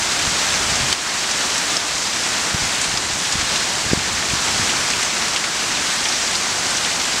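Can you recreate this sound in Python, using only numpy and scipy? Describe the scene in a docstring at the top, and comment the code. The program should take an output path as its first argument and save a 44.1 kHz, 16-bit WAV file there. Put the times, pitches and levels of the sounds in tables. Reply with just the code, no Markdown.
"""A steady downpour on trees and grass, taken from a sheltered spot, alike in both channels.
Throughout, far drops merge into a drifting hiss while nearer ones patter on leaves as pitched noise bursts.
A first fat drip splats close by and light gusts of low noise reach the microphone. Just before one second
a drip rings and sprays right beside it: the gain control ducks deeply, then the rain swells back.
More close drips follow, the loud ones ducking it a little; eddies bump the microphone, hardest near 3.9 s."""
import sys
import numpy as np
from scipy import signal
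from scipy.fft import rfft, irfft
from scipy.io import wavfile
from scipy.ndimage import uniform_filter1d

SR = 44100
rng = np.random.default_rng(int(sys.argv[2]) if len(sys.argv) > 2 else 0)


def output_pcm(signal):
    """Save a mono or channel-first signal as 16-bit PCM at the path in sys.argv[1].

    Samples are clipped to [-1, 1] before scaling.
    """
    pcm = np.clip(np.atleast_2d(signal).T, -1, 1) * 32767
    wavfile.write(sys.argv[1], SR, np.round(pcm).astype(np.int16))


N = 317520
TIME = np.arange(N) / SR

# colour of the rain, far and near: f/Hz, relative level/dB per Hz
RAIN_COLOUR = [(25, -16), (50, -7.5), (110, -5.5), (200, -2), (330, -2.5), (520, -4), (720, -0.5),
               (1700, 0.5), (2900, -2), (6000, -1.5), (7700, -3.5), (10000, -16.5), (12500, -26.5),
               (15600, -33)]


def wash(patchy_db=0.64, flicker_db=0.43):
    """Far rain: countless drops merge into a smooth hiss with small drifting patches in time and pitch."""
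    frames = N // 128 + 5
    real, imaginary, patches = rng.standard_normal((3, frames, 257))
    patches = uniform_filter1d(patches, size=14, axis=0)  # along time
    patches = evened(uniform_filter1d(patches, size=22, axis=1))  # along frequency
    flicker = evened(uniform_filter1d(rng.standard_normal(frames), size=16))[:, None]
    field = (real + 1j * imaginary) * gain_of(patchy_db * patches + flicker_db * flicker)
    _, hiss = signal.istft(field.T, nperseg=512, noverlap=384)
    return coloured(hiss[:N], RAIN_COLOUR)


def patter(per_s=650, spread_db=2.5, low_hz=2000, high_hz=14500, count=48):
    """Nearer rain: each leaf has its own pitch and is hit at random by drops of all sizes."""
    out = np.zeros(N)
    for hz in np.linspace(low_hz, high_hz, count):
        sizes = gain_of(spread_db * np.minimum(rng.exponential(1, N), 4))
        hits = sizes * (rng.random(N) < per_s / count / SR)
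        leaf = splat(hz, t60=0.076, sharpness=2.3, slap_s=0.0023, spray_db=-1)
        out += signal.oaconvolve(hits, evened(leaf))[:N]
    return coloured(out, RAIN_COLOUR)


# fat drips on near leaves: t/s, level of the first 12 ms before dulling/dB, f of the splat/Hz,
# sharpness/Q (at least 1 is played), t60 of the spray/s
NEAR_DRIPS = [(.4154, -23, 5000, 2, .06), (1.311, -20, 5600, 3.4, 0.091), (1.5787, -27, 7500, 2, .09),
              (1.767, -16.5, 5300, 12, .07), (2.8133, -19, 7300, 2.8, 0.58), (2.841, -20, 4300, 0.85, 0.22),
              (2.9736, -18.5, 5000, 2.5, 0.045), (3.323, -18, 5800, 1.7, 0.17),
              (3.558, -18.5, 3800, 2.6, 0.23), (4.302, -27, 2500, 7, .08), (4.6934, -19, 2920, 3.5, 0.12),
              (4.9024, -21, 6100, 3.6, .07), (4.935, -22.5, 2580, 4, .05), (5.031, -20, 7500, 2.6, 0.2),
              (5.361, -18, 2900, 2.4, 0.11), (5.441, -18.5, 2300, 1.8, 0.087),
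              (6.0545, -20.5, 2500, 2.7, .08), (6.087, -20.5, 5400, 4, .05), (6.123, -21.5, 5100, 2.2, .07),
              (6.352, -21, 4600, 4, 0.11), (6.705, -21.5, 8200, 2.2, .16), (6.7685, -20, 6000, 5, .08),
              (6.848, -22, 3600, 3, .07)]


def drips(level_db=0, dull_hz=8900, slap_s=0.0053, spray_db=-7):
    """Fat drips from the nearest branches splat on leaves; they carry little top treble."""
    out = np.zeros(N)
    onset = round(.012 * SR)
    for s, db, hz, sharpness, t60 in NEAR_DRIPS:
        drop = splat(hz, t60, sharpness, slap_s, spray_db)
        add(out, s, gain_of(db + level_db) * drop / drop[:onset].std())
    return low_pass(out, dull_hz, order=8)


def splat(hz, t60, sharpness, slap_s, spray_db):
    """A drop on a leaf: a brief slap, then fine spray, both through one broad resonance; peak 1."""
    t = np.arange(4096) / SR  # a longer spray is cut off here, at 93 ms
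    slap = np.exp(-t / slap_s)
    spray = gain_of(spray_db - 60 * t / max(t60, .005))
    b, a = signal.iirpeak(min(hz, .4 * SR), max(sharpness, 1), fs=SR)
    sound = signal.lfilter(b, a, (slap + spray) * rng.standard_normal(len(t)))
    return sound / abs(sound).max()


# the drip beside the microphone: t/s, peak level of its ring/dB
SMACK_S, SMACK_DB = .9274, 2.9
# what that drip rings: f/Hz, relative level/dB, t60/s
LEDGE_RING = [(3140, 11, 0.016), (3600, 0, 0.025), (4530, 10, 0.013), (5300, -15, .01), (7700, -1, .035)]


def smack(splash_db=-4):
    """One drip hits a hard ledge beside the microphone, rings it briefly and bursts into spray."""
    out = np.zeros(N)
    t = np.arange(SR // 10) / SR
    ring = sum(gain_of(db - 60 * t / t60) * np.sin(2 * np.pi * hz * t) for hz, db, t60 in LEDGE_RING)
    add(out, SMACK_S, gain_of(SMACK_DB) * ring / abs(ring).max())
    splash = splat(4000, t60=.06, sharpness=1.5, slap_s=0.0033, spray_db=-8)
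    add(out, SMACK_S, gain_of(splash_db) * low_pass(splash, 8900, order=8))
    return out


# colour of the wind at the microphone: f/Hz, relative level/dB per Hz
WIND_COLOUR = [(15, -28), (40, -8), (80, -1.5), (170, -8.5), (300, -16.5), (600, -32), (2000, -70)]
# single eddies that bump the microphone: t/s, approximate peak level/dB, f setting the speed of the swing/Hz
EDDIES = [(.737, -28, 70), (2.548, -11.5, 107), (2.942, -20, 90), (3.356, -14, 141), (3.866, -18, 90),
          (3.917, -14, 129), (3.9343, -0.5, 218), (3.9762, -13, 105), (4.337, -13, 116), (4.598, -16, 130)]


def wind(level_db=-1, lumpy_db=3.0, lean=0.39):
    """Lumpy low turbulence, and single eddies as a short push and pull of pressure."""
    lumps = evened(uniform_filter1d(rng.standard_normal(N), size=1500))
    turbulence = coloured(rng.standard_normal(N) * gain_of(lumpy_db * lumps), WIND_COLOUR)
    out = gusts() * gain_of(level_db) * turbulence
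    t = np.arange(SR // 20) / SR
    middle = t.mean()
    for s, db, hz in EDDIES:
        passing = np.pi * hz * (t - middle)
        # pressure peaks as the eddy passes; lean (radians) deepens the suction on one side of the peak
        swing = (np.exp(1j * lean) / (1 - 1j * passing) ** 3).real
        add(out, s - middle, gain_of(db) * swing)
    return out


# gusts on the microphone: t of the height/s, level before the wind's trim/dB, length between 1/e of power/s
GUST_SWELLS = [(0.263, -32, 0.089), (.35, -37, .7), (0.773, -28.5, 0.21), (2.613, -33, .08),
               (3.08, -35, .4), (3.382, -24.5, 0.072), (3.954, -33, 0.35), (4.33, -33, .1),
               (4.603, -32, 0.12), (4.8, -38, 0.39)]
BREEZE_DB = -47  # the faint wind between gusts, before the same trim


def gusts():
    """Strength of the wind: each gust swells and dies away as a bell curve over a faint steady breeze."""
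    power = sum(gain_of(db) ** 2 * np.exp(-(2 * (TIME - s) / length) ** 2) for s, db, length in GUST_SWELLS)
    return np.sqrt(gain_of(BREEZE_DB) ** 2 + power)


def gain_of(db):
    """Decibels to amplitude."""
    return 10 ** (np.asarray(db) / 20)


def evened(x):
    """Scales to rms 1."""
    return x / np.sqrt(np.mean(x ** 2) + 1e-20)


def read(points, hz):
    """Reads a spectrum along a log-frequency axis."""
    f, value = np.transpose(points)
    return np.interp(np.log(hz + 1), np.log(f + 1), value)


def follow(curve):
    """A level curve as a gain for every sample."""
    return gain_of(np.interp(TIME, *np.transpose(curve)))


def coloured(x, spectrum):
    """Filters x by a spectrum, then scales to rms 1."""
    gains = gain_of(read(spectrum, np.fft.rfftfreq(N, 1 / SR)))
    return evened(irfft(rfft(x) * gains, N))


def add(mix, s, sound):
    """Mixes a sound in at time s."""
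    part = mix[max(round(s * SR), 0):][:len(sound)]
    part += sound[:len(part)]


def low_pass(x, hz, order):
    """Takes off what lies above hz."""
    return signal.sosfilt(signal.butter(order, min(hz, .45 * SR), fs=SR, output="sos"), x)


def lagged(x, lag_s):
    """Follows x with a time constant."""
    keep = np.exp(-1 / (lag_s * SR))
    return signal.lfilter([1 - keep], [1, -keep], x)


# slow drift in the strength of the rain, far and near together: t/s, level before each layer's trim/dB
SHOWER_DRIFT = [(0, -20), (.8, -18.5), (1.05, -19), (3.15, -21.5), (3.7, -19), (4.05, -21.5), (4.7, -18.5),
                (5.6, -21), (6.05, -20), (7.2, -20.5)]


def scene(wash_db=-0.14, patter_db=-7):
    """The rain rises and falls as one; all sources reach both channels alike."""
    layers = gain_of(wash_db) * wash() + gain_of(patter_db) * patter()
    rain = follow(SHOWER_DRIFT) * layers
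    mono = rain + drips() + smack() + wind()
    return np.array([mono, mono])


EDGE_HZ = 15750  # upper band limit


def record(dry, threshold_db=-18.0, share=1.0, sense_hz=900, sense_s=0.0045, recovery_s=0.25, attack_s=0.013):
    """Gain control ducks when the treble jumps and creeps back; full scale clips; then the band limit."""
    sensed = dry[0] - low_pass(dry[0], sense_hz, order=1)
    level_db = 10 * np.log10(lagged(sensed ** 2, sense_s) + 1e-12)
    over_db = share * np.maximum(level_db - threshold_db, 0)
    fading = np.exp(-TIME / max(recovery_s, .05))
    # each duck dies away until a deeper one takes over
    held_db = np.maximum.accumulate(over_db / fading) * fading
    ducked = np.clip(dry * gain_of(-lagged(held_db, attack_s)), -1, 1)
    edge = signal.firwin(511, EDGE_HZ, window=("kaiser", 9), fs=SR)
    return signal.oaconvolve(ducked, edge[None], "same")


dry = scene()
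out = record(dry)
output_pcm(out)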